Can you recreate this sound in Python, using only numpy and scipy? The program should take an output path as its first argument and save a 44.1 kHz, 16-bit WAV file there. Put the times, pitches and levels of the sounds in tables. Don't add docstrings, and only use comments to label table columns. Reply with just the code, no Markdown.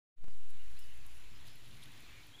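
import sys
import numpy as np
from scipy import signal
from scipy.fft import rfft, irfft, next_fast_len
from scipy.io import wavfile
from scipy.ndimage import uniform_filter1d, map_coordinates

SR = 44100
rng = np.random.default_rng(int(sys.argv[2]) if len(sys.argv) > 2 else 0)


def generate_wav(signal):
    frames = np.transpose(np.atleast_2d(signal))
    scaled = np.clip(frames, -1, 1) * 32767
    pcm = np.round(scaled).astype(np.int16)
    wavfile.write(sys.argv[1], SR, pcm)


N = 105840

# f/Hz, relative level/dB
CRISP_TONE = [(2000, -65), (5000, 2), (7300, 3), (8300, -2.5), (10200, 9.5), (12000, 1), (15000, -10.5)]


def amp(db):
    return 10 ** (np.asarray(db) / 20)


def unit(x):
    return x / np.sqrt(np.mean(x ** 2) + 1e-20)


def clock():
    return np.arange(N) / SR


def curve(rows):
    return np.interp(clock(), *np.transpose(rows))


def ramp(start, length):
    return np.sin(np.pi / 2 * np.clip((clock() - start) / length, 0, 1)) ** 2


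def wobble(rate):
    return map_coordinates(rng.standard_normal(2048), [clock() * rate + 2], mode="wrap")


def filtered(x, response):
    size = next_fast_len(N + SR // 2)
    return irfft(rfft(x, size) * response(np.fft.rfftfreq(size, 1 / SR)), size)[:N]


def coloured(x, tone):
    f, db = np.transpose(tone)
    return unit(filtered(x, lambda hz: amp(np.interp(np.log(hz + 1), np.log(f + 1), db))))


def rush(tone, patchy_db):
    cells = signal.stft(rng.standard_normal(N), nperseg=512)[2]
    patches = uniform_filter1d(rng.standard_normal(cells.shape), size=6, axis=0)
    patches = uniform_filter1d(patches, size=12, axis=1)
    noise = signal.istft(cells * amp(patchy_db * unit(patches)), nperseg=512)[1][:N]
    return coloured(noise, tone)


def grains(rate):
    return unit((rng.random(N) < rate / SR) * rng.standard_normal(N))


def waking_microphone(wake_s, offset=-0.055, rise_s=0.12, leak_after_s=0.33, leak_s=0.53):
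    # t/s, level/dB
    jumps = [(.183, -61.5), (.243, -44), (.283, -43.5)]
    t, pop_decay_s = clock(), 0.017
    leak = np.exp(-np.maximum(t - wake_s - leak_after_s, 0) / leak_s)
    pops = sum(amp(db) * (t >= s) * np.exp(-np.abs(t - s) / pop_decay_s) for s, db in jumps)
    return offset * ramp(wake_s, rise_s) * leak + pops


def microphone_hiss(level_db=-70.5):
    # f/Hz, relative level/dB
    tone = [(300, 4.5), (3000, -0.5), (5000, -8), (6500, -2), (7300, 6), (8000, -6), (9000, -3.5),
            (10200, 1), (12000, -5.5), (15000, -4.5)]
    return amp(level_db) * coloured(rng.standard_normal(N), tone)


def breeze(crackle_db=-81.5):
    # t/s, level/dB
    strength = [(.2, -68), (.35, -71.5), (.55, -66.5), (.8, -64.5), (1.1, -63.5), (1.35, -62),
                (1.48, -62.5), (1.6, -63.5), (1.85, -62), (2.05, -59.5), (2.25, -62.5), (2.4, -63.5)]
    # f/Hz, relative level/dB
    tone = [(190, -24.5), (270, -3.5), (400, -8), (600, -8), (1000, -6.5), (1600, -5), (2350, -1),
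            (3000, -3), (4000, -4.5), (4900, -11.5), (7100, -14), (8800, -24.5), (10400, -22.5),
            (15000, -20.5)]
    hiss = amp(curve(strength) + 0.2 * wobble(21)) * rush(tone, patchy_db=1.42)
    crackle = amp(crackle_db + 1.1 * wobble(24)) * coloured(grains(400), CRISP_TONE)
    return hiss + crackle


def wind_on_microphone():
    # t/s, level/dB
    strength = [(.2, -47.5), (.4, -60), (.65, -64), (.9, -58), (1.4, -65), (1.8, -60.5), (2.4, -68.5)]
    # f/Hz, relative level/dB
    tone = [(10, -5), (25, -2), (60, -3), (88, -7.5), (120, -28), (220, -58.5)]
    return amp(curve(strength) + 4.3 * wobble(6.72)) * coloured(rng.standard_normal(N), tone)


def whistle(hz, start, end, rough, edge_s=0.0035, flutter_rate=270):
    scatter = unit(wobble(flutter_rate)) + 1j * unit(wobble(flutter_rate))
    flutter = np.sqrt(1 - rough ** 2) + rough * scatter / np.sqrt(2)
    gate = ramp(start, edge_s) * (1 - ramp(end - edge_s, edge_s))
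    return gate * np.real(flutter * np.exp(2j * np.pi * np.cumsum(hz) / SR))


def birds(chirp_gain_db=-2):
    # t/s, f/Hz, relative level/dB
    chirps = [
        [(.295, 4720, -71), (.316, 5050, -76), (.331, 4720, -72), (.358, 3500, -73)],
        [(.761, 3980, -68), (.772, 4030, -61), (.785, 4850, -67), (.797, 5370, -64), (.810, 5520, -80),
         (.824, 5370, -62), (.841, 4720, -67), (.866, 4380, -71)],
    ]
    # t/s,
    # length/s, start f/Hz, middle f/Hz, end f/Hz, level/dB, roughness (0-1)
    bent_notes = [(.59, .034, 2830, 2850, 3200, -66, .3), (.765, .105, 2470, 2930, 2900, -66.5, .3),
                  (.872, .07, 2900, 2900, 2720, -69, .5), (1.345, .045, 4950, 5060, 5020, -69, .4),
                  (1.384, .054, 4200, 3590, 3210, -66.5, .65), (1.475, .075, 5080, 5140, 5050, -72.5, 1),
                  (2.003, .103, 2450, 2540, 2680, -66.5, .9), (2.122, .105, 2370, 2337, 2294, -65, 1),
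                  (2.33, .088, 3100, 3380, 3200, -60.5, 1)]
    t, song = clock(), np.zeros(N)
    for chirp in chirps:
        s, hz, db = np.transpose(chirp)
        glide = uniform_filter1d(np.interp(t, s, hz), size=350)
        song += amp(chirp_gain_db + np.interp(t, s, db)) * whistle(glide, s[0], s[-1], rough=.4)
    for s, length, first, middle, last, db, rough in bent_notes:
        bend = np.polyfit([0, .5, 1], [first, middle, last], 2)
        hz = np.polyval(bend, np.clip((t - s) / length, 0, 1))
        song += amp(db) * whistle(hz, s, s + length, rough)
    return song


def garden_echo(sound, echo_gain=0.3, fade_s=0.42):
    tail = rng.standard_normal(N) * amp(-60 * clock() / fade_s)
    return sound + echo_gain * signal.fftconvolve(sound, tail / np.linalg.norm(tail))[:N]


def far_hum(hum_hz=105.9, hum_db=-72, whine_hz=993, whine_db=-87.5):
    def wavering(hz, depth, rate):
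        pitch = hz * (1 + depth * wobble(rate))
        return np.sqrt(2) * np.sin(2 * np.pi * np.cumsum(pitch) / SR)

    hum = amp(hum_db + 2.1 * wobble(8.5)) * wavering(hum_hz, depth=0.0111, rate=7.04)
    whine = amp(whine_db + 1.5 * wobble(8.1)) * wavering(whine_hz, depth=0.0037, rate=22.03)
    return ramp(start=0.38, length=0.92) * (hum + whine)


def outdoor_rumble():
    # t/s, level/dB
    strength = [(.4, -94), (.7, -80), (.85, -72), (1.3, -67), (1.9, -65), (2.4, -66)]
    # f/Hz, relative level/dB
    tone = [(40, -11), (80, -17.5), (105, 2.5), (132, 1), (160, -9.5), (200, -8.5), (245, -8.5),
            (285, -7.5), (320, -10), (500, -26), (900, -52)]
    return amp(curve(strength) + 2.5 * wobble(9.41)) * rush(tone, patchy_db=-1.63)


def leaf_rustles():
    # middle t/s, half length/s, crisp level/dB, swish level/dB
    swells = [(0.501, .014, -68.5, -99), (.84, 0.098, -71.5, -83), (1.152, 0.062, -70, -100),
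              (1.478, 0.018, -69.5, -64), (1.697, 0.15, -73, -67.5), (1.831, 0.0094, -69, -66),
              (1.984, .033, -74, -72), (2.237, 0.049, -76.5, -67.5)]
    # f/Hz, relative level/dB
    swish_tone = [(300, -1), (1500, -19), (3000, 5), (4000, 6), (5500, -2.5), (9000, -40), (15000, -31)]
    crisp, swish = np.zeros(N), np.zeros(N)
    for middle, half, crisp_db, swish_db in swells:
        swell = np.exp(-.5 * ((clock() - middle) / half) ** 2)
        crisp += amp(crisp_db) * swell
        swish += amp(swish_db) * swell
    return crisp * coloured(grains(1400), CRISP_TONE) + swish * coloured(grains(2500), swish_tone)


def hand_bumps(rise_s=0.0064):
    # t/s, f/Hz, peak level/dB
    touches = [(0.547, 132, -60.5), (0.738, 121, -59), (1.326, 120, -57), (1.472, 92.6, -56.5),
               (1.547, 125, -58), (1.712, 117, -56), (2.253, 112, -61)]
    out = np.zeros(N)
    for s, hz, db in touches:
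        age = np.maximum(clock() - s, 0)
        swell = age / rise_s * np.exp(1 - age / rise_s)
        out += amp(db) * swell * np.sin(2 * np.pi * hz * age)
    return out


def leaf_ticks(width_octaves=.25):
    # t/s, relative level/dB, f/Hz, time to fall 60 dB/s
    snaps = [(.791, -52.5, 8050, 0.024), (0.793, -53, 12700, 0.027), (.954, -57, 10300, .018),
             (.974, -54.5, 10200, 0.019), (1.065, -47.5, 10100, .022), (1.475, -54, 11600, 0.032),
             (1.557, -50.5, 11900, 0.017), (1.829, -48, 3360, .02), (1.837, -47.5, 4300, 0.025),
             (1.835, -50, 9600, 0.025), (1.857, -54, 11100, 0.013), (1.858, -47.5, 3200, .02),
             (1.919, -52.5, 9900, 0.023), (2.005, -54, 10600, 0.019), (2.268, -56.5, 11500, 0.022)]
    t, out = clock(), np.zeros(N)
    for s, db, hz, fade_s in snaps:
        band = lambda f: np.exp(-.5 * (np.log2((f + 1) / hz) / width_octaves) ** 2)
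        burst = unit(filtered(rng.standard_normal(N), band))
        out += .5 * burst * amp(db - 60 * np.abs(t - s) / fade_s) * (t >= s)
    return out


def scene():
    background = breeze() + outdoor_rumble() + wind_on_microphone() + far_hum()
    return (background + garden_echo(birds()) + leaf_ticks() + leaf_rustles() + hand_bumps())[None]


def record(dry):
    wake_s, fade_s, top_hz = .16, 0.15, 15480
    fade = np.clip((clock() - wake_s) / fade_s, 0, 1)
    sound = fade * (dry[0] + microphone_hiss()) + waking_microphone(wake_s)
    return filtered(sound, lambda hz: hz < top_hz)[None]


dry = scene()
out = record(dry)
generate_wav(out)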